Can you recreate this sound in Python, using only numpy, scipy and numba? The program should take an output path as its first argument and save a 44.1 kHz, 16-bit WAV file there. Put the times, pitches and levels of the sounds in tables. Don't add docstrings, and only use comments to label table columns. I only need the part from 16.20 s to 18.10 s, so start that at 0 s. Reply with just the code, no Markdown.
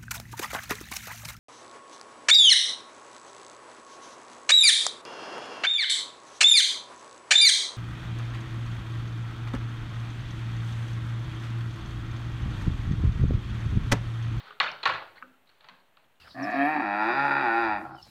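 import sys
import numpy as np
from scipy import signal
from scipy.io import wavfile
from scipy.ndimage import uniform_filter1d
from numba import njit

SR = 44100
rng = np.random.default_rng(int(sys.argv[2]) if len(sys.argv) > 2 else 0)


def master_out(mix):
    frames = np.transpose(np.atleast_2d(mix))
    ceiling = np.clip(frames, -1, 1)
    pcm = np.round(ceiling * 32767).astype(np.int16)
    wavfile.write(sys.argv[1], SR, pcm)


def attenuation_scalar(level_db):
    decades = np.asarray(level_db, float) / 20
    return 10 ** decades


N = 83790
TIME = np.arange(N) / SR


def curve(table, col):
    rows = np.array(table)
    return np.interp(TIME, rows[:, 0], rows[:, col])


def unit(x):
    return x / np.sqrt(np.mean(x ** 2))


def walk(rate):
    hold = int(SR / rate)
    steps = np.repeat(rng.standard_normal(N // hold + 1), hold)
    return 2.9 * uniform_filter1d(uniform_filter1d(steps, hold), hold)[:N]


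def hump(start, length):
    return np.sin(np.pi * np.clip((TIME - start) / length, 0, 1))


def tone(hz):
    return np.sin(2 * np.pi * np.cumsum(hz) / SR)


@njit
def svf(x, hz, width):
    y, b, l = np.empty(len(x)), 0., 0.
    for i in range(len(x)):
        g, k = np.tan(np.pi * hz[i] / SR), width / hz[i]
        v = (b + g * (x[i] - l)) / (1 + g * (g + k))
        b, l, y[i] = 2 * v - b, l + 2 * g * v, k * v
    return y


def resonance(x, hz, width):
    return svf(svf(x, hz, float(width)), hz, float(width))


def band(x, hz, width):
    return svf(x, np.full(N, float(hz)), float(width))


def noise_band(noise, hz, width):
    return unit(band(band(noise, hz, width), hz, width))


def steep(x, hz, kind):
    return signal.sosfilt(signal.butter(8, hz, kind, fs=SR, output="sos"), x)


# (frequency [Hz], level [dB per Hz])
YARD_COLOUR = [(35, -25), (70, -17.5), (200, -18.5), (400, -24), (700, -24), (1600, -19), (2300, -31.5),
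               (3170, -26), (4500, -19.5)]
YARD_DB, YARD_TOP_HZ = -48.5, 5400
DUCK_DB, DUCK_FULL_HZ = -11, 2500
HISS_DB, HISS_DUCK_DB = -70, -1.5


def yard(duck):
    wash, swell, shape = 0, walk(3.1), np.array(YARD_COLOUR)
    for hz in 35 * 2 ** np.arange(0, 7.5, .5):
        db = np.interp(np.log(hz), np.log(shape[:, 0]), shape[:, 1])
        db = db + .5 * swell + 2 * walk(22)
        db = db + DUCK_DB * duck * min(hz / DUCK_FULL_HZ + 0.19, 1)
        noise = noise_band(rng.standard_normal(N), hz, hz / 2.5)
        wash = wash + attenuation_scalar(db + YARD_DB) * noise * np.sqrt(hz / 1000)
    hiss = unit(band(rng.standard_normal(N), 7300, 21000))
    hiss_db = HISS_DB + HISS_DUCK_DB * duck + 1.1 * walk(17)
    return steep(wash, YARD_TOP_HZ, "low") + attenuation_scalar(hiss_db) * hiss


# (time [s], level [dB])
GUST_LEVELS = [(0, -64.5), (.11, -62), (.2, -58), (.26, -59), (.34, -69.5), (.5, -73), (.7, -66.5),
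               (.95, -66), (1.1, -71), (1.386, -70.5), (1.682, -63), (1.8, -69), (1.9, -74)]


def breeze():
    flutter = noise_band(rng.standard_normal(N), 65, 79)
    return attenuation_scalar(curve(GUST_LEVELS, 1) + 3.4 * walk(17)) * flutter


# (length [s], centre [Hz], level [dB])
SCUFFS = [(.028, 4500, -59), (.015, 5000, -67), (.015, 13000, -71), (.025, 11000, -68), (.3, 11500, -69),
          (.012, 9000, -72), (.03, 1200, -53), (.025, 680, -58), (.14, 1300, -64), (.1, 650, -62),
          (.12, 5000, -66)]
SCUFF_STARTS = [.298, .35, .392, .447, .3, 1.128, .065, 1.86, -.02, .02, 1.78]


def sand():
    out = 0
    for start, (length, hz, db) in zip(SCUFF_STARTS, SCUFFS):
        grit = rng.standard_normal(N) * attenuation_scalar(1.8 * walk(270))
        out = out + attenuation_scalar(db) * hump(start, length) * noise_band(grit, hz, 0.94 * hz)
    return out


# (start [s], length [s], from [Hz], to [Hz], level [dB])
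SPARROW_CALLS = [(-.02, .065, 3000, 2550, -57), (0., .1, 4500, 5400, -67), (.1, .025, 3850, 3900, -60),
                 (.172, .05, 5250, 4000, -64), (.22, .042, 5950, 4600, -55), (.36, .11, 3050, 3330, -53),
                 (.575, .03, 4600, 4650, -57), (.815, .025, 5900, 4800, -60), (.91, .02, 5200, 5600, -60),
                 (1.74, .025, 5200, 5300, -67), (1.75, .075, 3250, 2650, -64.5),
                 (1.775, .035, 4800, 4700, -63), (1.81, .04, 5400, 5100, -63),
                 (1.875, .025, 4100, 3900, -64)]


def sparrows():
    out = 0
    for start, length, from_hz, to_hz, db in SPARROW_CALLS:
        hz = from_hz + (to_hz - from_hz) * np.clip((TIME - start) / length, 0, 1)
        hz = hz * (1 + .004 * walk(150))
        out = out + attenuation_scalar(db + 3.2 * walk(230)) * hump(start, length) * tone(hz)
    return out


# (start [s], length [s], pitch [Hz], level [dB])
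CHEST_GRUNTS = [
    (0.145, 0.14, 125, -43.5),
    (1.609, 0.19, 131, -50),
]


def grunts():
    out = 0
    for start, length, hz, db in CHEST_GRUNTS:
        out = out + attenuation_scalar(db) * hump(start, length) * tone(hz * (1 + 0.03 * walk(11)))
    return out


def clicks_at(at, size):
    out, i = np.zeros(N), np.clip(at.astype(int), 0, N - 2)
    out[i], out[i + 1] = size * (1 - at + i), size * (at - i)
    return out


# (time [s], period jitter [share], pulse size scatter [dB],
# weak second pulse [dB down], breath [share 0-1])
ROUGHNESS = [(.14, .02, 1, 0, .35), (.2, .012, 1.2, 0, .3), (.3, .015, 1.5, 0, .28), (.33, .03, 2, 0, .25),
             (.36, .003, .6, 0, .04), (.53, .003, .6, 0, .04), (.56, .025, 2, 3, .22), (.61, .03, 2, 2, .2),
             (.65, .003, .4, 0, .035), (.83, .002, .4, 0, .03), (.9, .012, 1.3, 1.5, .1),
             (.96, .012, 1.3, 2, .1), (1.0, .004, .6, .5, .04), (1.055, .004, .6, 1, .04),
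             (1.08, .008, 1.2, 7, .06), (1.1, .008, 1.2, 7, .06), (1.115, .008, 1, 1, .06),
             (1.15, .008, 1.2, 7, .06), (1.205, .012, 1.2, 6, .08), (1.24, .002, .4, 0, .03),
             (1.57, .003, .5, 0, .04), (1.61, .08, 2, 1, .7), (1.7, .12, 3, 1, .55), (1.82, .12, 4, 1, .35)]
# (time [s], level [dB])
WEAK_CLOSURES = [
    (.612, -4),
    (0.7, -2),
    (1.1005, -13),
    (1.1435, -14.5),
    (0.92, -5.5),
]
FALTER_S, STRONG_PULSE_S = .004, 1.1075
OPENING_AT, OPENING_DB, OPENING_SCATTER_DB = .32, -9.5, 1


def folds(hz):
    phase = np.cumsum(hz) / SR
    phase = phase - phase[int(STRONG_PULSE_S * SR)] % 2
    cycles = np.arange(int(phase[-1]))
    at = np.interp(cycles, phase, np.arange(N))
    chance, i = rng.standard_normal((400, 4))[:len(cycles)].T, at.astype(int)
    period, jitter = SR / hz[i], curve(ROUGHNESS, 1)[i]
    at = np.clip(at + chance[0] * jitter * period, 0, N - 2)
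    size_db = chance[1] * curve(ROUGHNESS, 2)[i] - (cycles % 2 - 0.12) * curve(ROUGHNESS, 3)[i]
    for when, db in WEAK_CLOSURES:
        size_db = size_db + db * np.exp(-((at / SR - when) / FALTER_S) ** 2)
    size = attenuation_scalar(size_db) * np.sqrt(period)
    late = np.clip(at + period * (OPENING_AT + chance[2] * (0.0088 + jitter)), 0, N - 2)
    opening = clicks_at(late, size * attenuation_scalar(OPENING_DB + OPENING_SCATTER_DB * chance[3]))
    clicks = clicks_at(at, size) + opening
    puff = signal.lfilter([1], [1, -np.exp(-110 / SR)], clicks)
    return clicks, unit(puff * rng.standard_normal(N))


# (time [s], pitch [Hz], level [dB])
BELLOW = [(.145, 87.7, -46), (.19, 88.7, -35), (.258, 101.5, -30.5), (.315, 108.1, -30.5),
          (.335, 131.4, -29), (.364, 136.6, -26.5), (.43, 141, -22.5), (.505, 156, -25),
          (.552, 152.2, -24.5), (.595, 139.3, -28), (.615, 115.4, -27.5), (.65, 102.4, -28),
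          (.705, 100.6, -28), (.83, 107.9, -24.5), (.9, 118.8, -24), (.965, 136.5, -23.5),
          (1.045, 142.7, -22), (1.075, 138.9, -22.5), (1.2, 138.9, -24), (1.235, 123.9, -23),
          (1.29, 112.6, -22.5), (1.398, 117.3, -23.5), (1.474, 109, -25), (1.522, 105, -25.5),
          (1.566, 100.8, -30), (1.66, 72.87, -41), (1.82, 61.76, -43.5)]
DULL_BELOW_DB, DULL_DB_PER_DB = -30, 1.5
ONSET_DULL_ABOVE_HZ, DULL_ABOVE_HZ = 2000, 1600


def tract(source, table, opening):
    out = 0
    dull_above = np.where(np.arange(N) > N // 2, DULL_ABOVE_HZ, ONSET_DULL_ABOVE_HZ)
    dull_db = DULL_DB_PER_DB * np.minimum(curve(BELLOW, 2) - DULL_BELOW_DB, 0)
    for closed_hz, open_hz, width, closed_db, open_db in table:
        hz = closed_hz + (open_hz - closed_hz) * opening
        db = closed_db + (open_db - closed_db) * opening + dull_db * (closed_hz > dull_above)
        out = out + attenuation_scalar(db) * resonance(source, hz, width)
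    return out


# (time [s], mouth opening [0-1], nose opening [0-1], main ring [Hz], ring level [dB])
POSTURE = [(.14, 0.21, 0.02, 710, 1), (.3, 0.15, 0.3, 702, -2.5), (.44, 0.18, 0, 707, 0.5),
           (.51, 0.41, 0.04, 775, 4), (.59, 0.29, 0.27, 817, 2), (.63, 0.65, 0.48, 786, 3),
           (.75, 0.75, 0.67, 793, 2.5), (.83, 0.86, .9, 846, 6.5), (.94, 0.85, 1., 818, -3),
           (1.05, 0.89, 0.98, 823, 4), (1.1, 0.97, 0.98, 859, 2), (1.215, 0.92, 0.84, 825, -2),
           (1.245, 0.84, .9, 850, 4), (1.31, 0.99, 0.76, 811, 4), (1.44, 0.84, 1, 822, 1.5),
           (1.52, 0.85, 0.78, 833, 9.5), (1.6, 0.68, 0.82, 797, -2), (1.7, 0.72, 0.6, 780, -2),
           (1.8, 0.7, 1, 790, 3.5)]
# (closed [Hz], open [Hz], width [Hz], closed level [dB], open level [dB])
THROAT_RINGS = [
    (214, 209, 25.5, -4, -5.5),
    (255.7, 352.7, 52, -1, -8),
    (276, 266.3, 27.6, -26, -7.5),
    (629, 609.5, 112, -20, -9),
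    (1169, 1059, 140, -9.5, -8),
    (1295, 1447.7, 115, -23.5, 3),
    (1756, 1793, 175, -4, -6),
    (2412, 2431, 222, -12, -11),
    (2578, 2680, 35, -23.5, -15.5),
]
# (closed [Hz], open [Hz], width [Hz], closed level [dB], open level [dB])
NOSE_RINGS = [
    (3270, 3537, 500, -40.5, -31.5),
    (3790, 3755, 397, -36, -28),
    (4510, 4745, 213, -39, -26),
    (5100, 5800, 350, -50, -45),
]
RING_WIDTH_HZ, THROAT_TOP_HZ = 108.3, 2800
NOSE_BREATH, NOSE_LOW_HZ, NOSE_TOP_HZ = .3, 3000, 5900
CHEST_DB, CHEST_DB_PER_HZ, CHEST_CLOSED_DB = -20.5, 0.49, -6


def camel():
    hz = uniform_filter1d(curve(BELLOW, 1), size=400)
    mouth, ring_hz = curve(POSTURE, 1), curve(POSTURE, 3)
    clicks, breath = folds(hz)
    share = curve(ROUGHNESS, 4)
    nose_share = np.clip(share + NOSE_BREATH, 0, 1)
    source = np.sqrt(1 - share) * clicks + np.sqrt(share) * breath
    nose_source = np.sqrt(1 - nose_share) * clicks + np.sqrt(nose_share) * breath

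    ring = attenuation_scalar(curve(POSTURE, 4)) * resonance(source, ring_hz, RING_WIDTH_HZ)
    throat = steep(tract(source, THROAT_RINGS, mouth) + ring, THROAT_TOP_HZ, "low")
    nose = steep(tract(nose_source, NOSE_RINGS, curve(POSTURE, 2)), NOSE_LOW_HZ, "high")
    voice = throat + steep(nose, NOSE_TOP_HZ, "low")
    voice = voice / np.sqrt(uniform_filter1d(voice ** 2, size=4500) + 1e-9)

    chest_db = CHEST_DB + CHEST_DB_PER_HZ * (np.minimum(hz, 138) - 127.5)
    chest_db = chest_db + CHEST_CLOSED_DB * (1 - mouth) + walk(17)
    voice = voice + attenuation_scalar(chest_db) * tone(hz)
    fade_in = np.clip((TIME - BELLOW[0][0]) / 0.0019, 0, 1)
    fade_out = np.clip((BELLOW[-1][0] + 0.012 - TIME) / 0.1, 0, 1)
    return voice * attenuation_scalar(curve(BELLOW, 2) - 0.47) * fade_in * fade_out


# (delay [s], level [dB])
YARD_ECHOES = [
    (.0031, -8.5),
    (0.011, -13.5),
    (0.021, -12.5),
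    (.041, -23),
    (.067, -28),
    (.11, -26),
]
DUCK_FROM_S, DUCK_TO_S, DUCK_EDGE_S = .54, 1.85, .05


def scene():
    duck = np.clip(np.minimum(TIME - DUCK_FROM_S, DUCK_TO_S - TIME) / DUCK_EDGE_S, 0, 1)
    background = yard(duck) + breeze() + sand()
    near = sparrows() + camel()
    echoes = sum(attenuation_scalar(db) * np.interp(TIME - lag, TIME, near, left=0) for lag, db in YARD_ECHOES)
    return (background + near + echoes + grunts())[None]


def top_cut(x):
    return signal.sosfilt(signal.butter(12, 16070, fs=SR, output="sos"), x)


def record(dry):
    low_cut = signal.butter(2, 49.3, "high", fs=SR, output="sos")
    mix = signal.sosfilt(low_cut, dry)
    return top_cut(mix)


dry = scene()
out = record(dry)
master_out(out)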